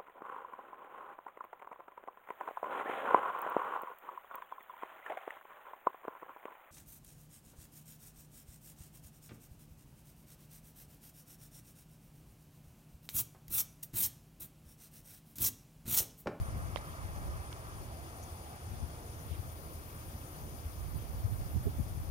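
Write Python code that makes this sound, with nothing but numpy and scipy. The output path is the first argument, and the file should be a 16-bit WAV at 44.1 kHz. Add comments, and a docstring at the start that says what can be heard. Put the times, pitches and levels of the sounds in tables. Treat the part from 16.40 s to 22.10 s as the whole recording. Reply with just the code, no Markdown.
"""Light wind rumbles in puffs on a hand-held phone's two microphone ports, out on a quiet hillside.
Far off, a road rushes, one vehicle's tyres fade away and an engine drones, over the microphones' own hiss.
Close up, eddies buffet each port separately, hardest near the end, and the hand makes the case
click twice and rubs on it."""
import sys
import numpy as np
from scipy import signal
from scipy.fft import rfft, irfft
from scipy.io import wavfile

SR = 44100
rng = np.random.default_rng(int(sys.argv[2]) if len(sys.argv) > 2 else 0)


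def persist_wave(psi):
    """Save psi, clipped to +-1, as 16-bit WAV."""
    counts = np.round(np.clip(psi, -1, 1) * 32767).astype(np.int16)
    wavfile.write(sys.argv[1], SR, np.atleast_2d(counts).T)


N = 251370
TIME = np.arange(N) / SR
FREQ = np.maximum(np.arange(N // 2 + 1) * SR / N, 1)
TOP_HZ = 15750  # upper limit of the phone


def undb(db):
    """Decibels to gain."""
    return 10 ** (np.asarray(db) / 20)


def unit(x):
    """Scale to rms 1."""
    return x / np.sqrt(np.mean(x ** 2))


def noise(points):
    """Noise whose density follows points of f/Hz, level/dB per Hz."""
    hz, db = np.transpose(points)
    density = undb(np.interp(np.log(FREQ), np.log(hz), db))
    return irfft(rfft(rng.standard_normal(N)) * density, N) * np.sqrt(SR / 2)


def band(hz, width_hz):
    """Noise in one steep-sided band, rms 1."""
    detuning = (FREQ - hz ** 2 / FREQ) / width_hz
    return unit(irfft(rfft(rng.standard_normal(N)) / (1 + detuning ** 4), N))


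def walk(rate):
    """A smooth random drift, rms 1, that changes about rate times a second."""
    return unit(irfft(rfft(rng.standard_normal(N)) * np.exp(-(FREQ / (rate + 1)) ** 2), N))


def swell(s, length):
    """A bell-shaped envelope around time s."""
    return np.exp(-2 * ((TIME - s) / length) ** 2)


def flicker(x, db, rate, count=14):
    """Let overlapping bands of a sound waver in level, each on its own."""
    place = np.interp(np.log(FREQ), np.log([250, TOP_HZ]), [0, count - 1])
    spectrum = rfft(x)
    bands = (irfft(spectrum * np.maximum(1 - np.abs(place - k), 0), N) for k in range(count))
    return sum(part * undb(db * walk(rate)) for part in bands)


def hiss(sheen_hz=11000, dull_db=-1.5, bright_db=3, brightens_s=2.83, rise_s=0.44):
    """Each microphone has its own flickering hiss; the left has a thin whistle and a top that brightens."""
    # self-noise of each microphone: f/Hz, level/dB per Hz
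    left_floor = [(500, -87), (1400, -92), (2200, -98.5), (3000, -105), (4000, -104), (4700, -95.5),
                  (6900, -96), (7500, -104), (8300, -100.5), (9200, -90), (10200, -91.5), (11600, -98.5),
                  (13600, -92.5), (15500, -100)]
    right_floor = [(500, -100), (2100, -100), (3500, -94.5), (3900, -101), (4900, -100.5), (5300, -104.5),
                   (7200, -105), (8100, -110), (9000, -106), (10400, -115), (11800, -111), (15000, -126)]
    left, right = noise(left_floor), noise(right_floor)
    top = irfft(rfft(left) / (1 + (sheen_hz / FREQ) ** 20), N)
    risen = np.clip((TIME - brightens_s) / rise_s + .5, 0, 1)
    top_gain = undb(dull_db + (bright_db - dull_db) * risen)
    whistle = band(hz=9260, width_hz=80) * undb(-75.0 + 4.9 * walk(5))
    left = left + top * (top_gain - 1) + whistle
    return np.array([flicker(side, db=1.55, rate=25.5) for side in (left, right)])


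def far_road(tyre_db=-53.5, leaves_s=0.97, fade_db_per_s=13.5, remainder_db=-68.5):
    """Traffic rushes far off and one vehicle's tyres recede; moving air makes each band waver."""
    # steady rush of far traffic and trees: f/Hz, relative level/dB per Hz
    rush_spectrum = [(20, -14), (40, 8.5), (75, 9.5), (120, 9.5), (175, -5.5), (225, 0.5), (257, -5),
                     (295, 0.5), (440, -5.5), (660, -5), (850, -8.5), (1200, -9.5), (1550, -13.5),
                     (2100, -18), (3500, -29.5), (6000, -43.5)]
    # tyres of the receding vehicle: f/Hz, relative level/dB per Hz
    tyre_spectrum = [(400, -8), (530, 7.5), (850, 2), (1020, 7.5), (1230, 9), (1430, 2), (1750, 3.5),
                     (2200, -6.5), (3500, -17), (6000, -46)]
    # traffic swelling in a hollow band: t/s, length/s, level/dB
    swells = [(.55, 1.5, -60.5), (2.15, 1.12, -58), (5.15, 1.8, -63.5)]
    rush = unit(noise(rush_spectrum)) * undb(-49.0)
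    tyre_gain = undb(tyre_db - fade_db_per_s * np.maximum(TIME - leaves_s, 0))
    tyres = unit(noise(tyre_spectrum)) * np.hypot(tyre_gain, undb(remainder_db))
    hollow_gain = np.sqrt(sum((undb(db) * swell(s, length)) ** 2 for s, length, db in swells))
    hollow = band(hz=755, width_hz=266) * hollow_gain
    return flicker(rush + tyres + hollow, db=1.44, rate=9.9)


def far_engine(firing_hz=39.2):
    """A distant engine drones at a wandering pitch; moving air fades each harmonic on its own."""
    # lines of the drone: multiple of the firing rate, level/dB
    harmonics = [(2, -52), (3, -66), (4, -61)]
    firings = np.cumsum(firing_hz * (1 + 0.013 * walk(4.3))) / SR
    return sum(unit(np.sin(2 * np.pi * k * firings) * undb(5.8 * walk(32.0))) * undb(db)
               for k, db in harmonics)


def from_right(x, right_db):
    """A far sound reaches the right port first, then bends round the phone to the left one."""
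    # lag at the left port: f/Hz, delay/ms
    port_lag = [(300, 0.2), (520, 0.31), (800, 0.31), (1200, 0.24), (1600, 0.317), (1950, 0.31),
                (2350, 0.38), (3500, 0.15), (4900, 0.153)]
    lag_s = np.interp(FREQ, *np.transpose(port_lag)) / 1000
    left = irfft(rfft(x) * np.exp(-2j * np.pi * FREQ * lag_s), N)
    return np.array([left, x * undb(right_db)])


def handling():
    """The case clicks next to the right port and rings briefly; fingers slide on it."""
    # clicks: t/s, right peak/dB, left relative to right/dB, tilt of the ring/dB per octave
    clicks = [(0.3597, -18, -28, 0.5), (1.128, -34, -23, 11)]
    # modes of the case: f/Hz, t60/s, relative level/dB
    case_modes = [(567, 0.018, -2), (1020, 0.011, 1.5), (1170, 0.0046, 2.5), (2090, 0.0021, -1.5),
                  (2900, 0.003, 1), (3400, 0.007, -5.5), (4540, 0.0012, -6.5), (6100, 0.0035, -20)]
    # finger slides: t/s, length/s, centre/Hz, width/Hz, left level/dB, right level/dB
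    rubs = [(0.371, 0.014, 3200, 2980, -71, -47), (0.3727, 0.007, 1990, 795, -61, -44.5),
            (1.123, .012, 1290, 1400, -56, -55), (1.835, 0.017, 6350, 1900, -53, -63),
            (1.837, 0.017, 11100, 4030, -53.5, -75), (2.925, 0.085, 2880, 2000, -84, -59)]
    out = np.zeros((2, N))
    for s, db, left_db, tilt_db in clicks:
        age = np.maximum(TIME - s, 0)
        ring = np.zeros(N)
        for k, (hz, t60, mode_db) in enumerate(case_modes):
            gain = undb(mode_db + tilt_db * np.log2(hz))  # a lighter, harder contact favours high modes
            ring += (-1) ** k * gain * np.sin(2 * np.pi * hz * age) * undb(-60 * age / t60)
        out += np.outer(undb([db + left_db, db]), ring / np.abs(ring).max())
    for s, length, hz, width_hz, left_db, right_db in rubs:
        out += np.outer(undb([left_db, right_db]), band(hz, width_hz) * swell(s, length))
    return out


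def wind(calm_db=-62):
    """Gusts swell and die away on the phone; each port has its own turbulence, in quick puffs."""
    # gusts: t/s, length/s, level/dB, left minus right/dB
    gusts = [(0.08, 0.51, -39, 4.5), (0.833, 0.33, -39.5, -2.5), (1.426, 0.39, -49, -4),
             (2.398, 0.13, -43, 11), (3.15, 0.73, -51.5, 0), (4.047, 0.14, -49.5, 14),
             (4.473, 0.34, -43.5, -11.5), (5.14, 0.68, -37, -4.5), (5.63, 0.28, -40, 12)]
    # turbulence at a port: f/Hz, relative level/dB per Hz
    turbulence = [(15, -53), (28, -16), (42, -9.5), (62, -1.5), (85, -4.5), (115, -8.5), (160, -17.5),
                  (240, -28.5), (400, -43), (900, -90), (2500, -76)]
    power = undb(calm_db) ** 2
    for s, length, db, pan_db in gusts:
        port_gains = undb([db + pan_db / 2, db - pan_db / 2])
        power = power + np.outer(port_gains, swell(s, length)) ** 2
    return np.array([unit(noise(turbulence) * undb(3.0 * walk(27))) * gain for gain in np.sqrt(power)])


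def eddies(swing_hz=90, length_s=.02, rough=0.62, break_hz=280, tilt_db=-3.5):
    """An eddy swings the pressure on one port a few times; a sharper one breaks up into flutter."""
    # the strongest eddies: t/s, peak/dB, upper reach of the flutter/Hz, port (0 left, 1 right)
    buffets = [(.018, -27, 176, 1), (0.172, -26.5, 200, 0), (.653, -30.5, 130, 0), (2.434, -26.5, 189, 0),
               (2.923, -26.5, 170, 0), (2.997, -29, 130, 0), (4.56, -24.5, 340, 1), (4.852, -21.5, 150, 0),
               (4.925, -23.5, 190, 1), (5.163, -20, 220, 1), (5.272, -19, 560, 1), (5.402, -21, 273, 0)]
    out = np.zeros((2, N))
    for s, db, reach_hz, port in buffets:
        hz = swing_hz * np.exp(.1 * rng.standard_normal())
        swing = np.sin(2 * np.pi * (hz * TIME + rng.random()))
        slope = undb(tilt_db * np.log2(FREQ / swing_hz))
        colour = slope / (1 + (swing_hz / FREQ) ** 6) / (1 + (FREQ / reach_hz) ** 6)
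        flutter = irfft(rfft(rng.standard_normal(N)) * colour, N)
        shape = swell(s, length_s)
        breakup = rough * min(reach_hz / break_hz, 1)
        puff = unit(swing * shape) + breakup * unit(flutter * shape)
        out[port] += puff / np.abs(puff).max() * undb(db)
    return out


def scene():
    """Road and engine far off to the right; wind and hand right on the phone, over its hiss."""
    distance = from_right(far_road() + far_engine(), right_db=0.5)
    return distance + wind() + eddies() + handling() + hiss()


def record(dry):
    """The phone cuts the top steeply."""
    return signal.sosfilt(signal.ellip(12, .1, 70, TOP_HZ, fs=SR, output="sos"), dry)


dry = scene()
out = record(dry)
persist_wave(out)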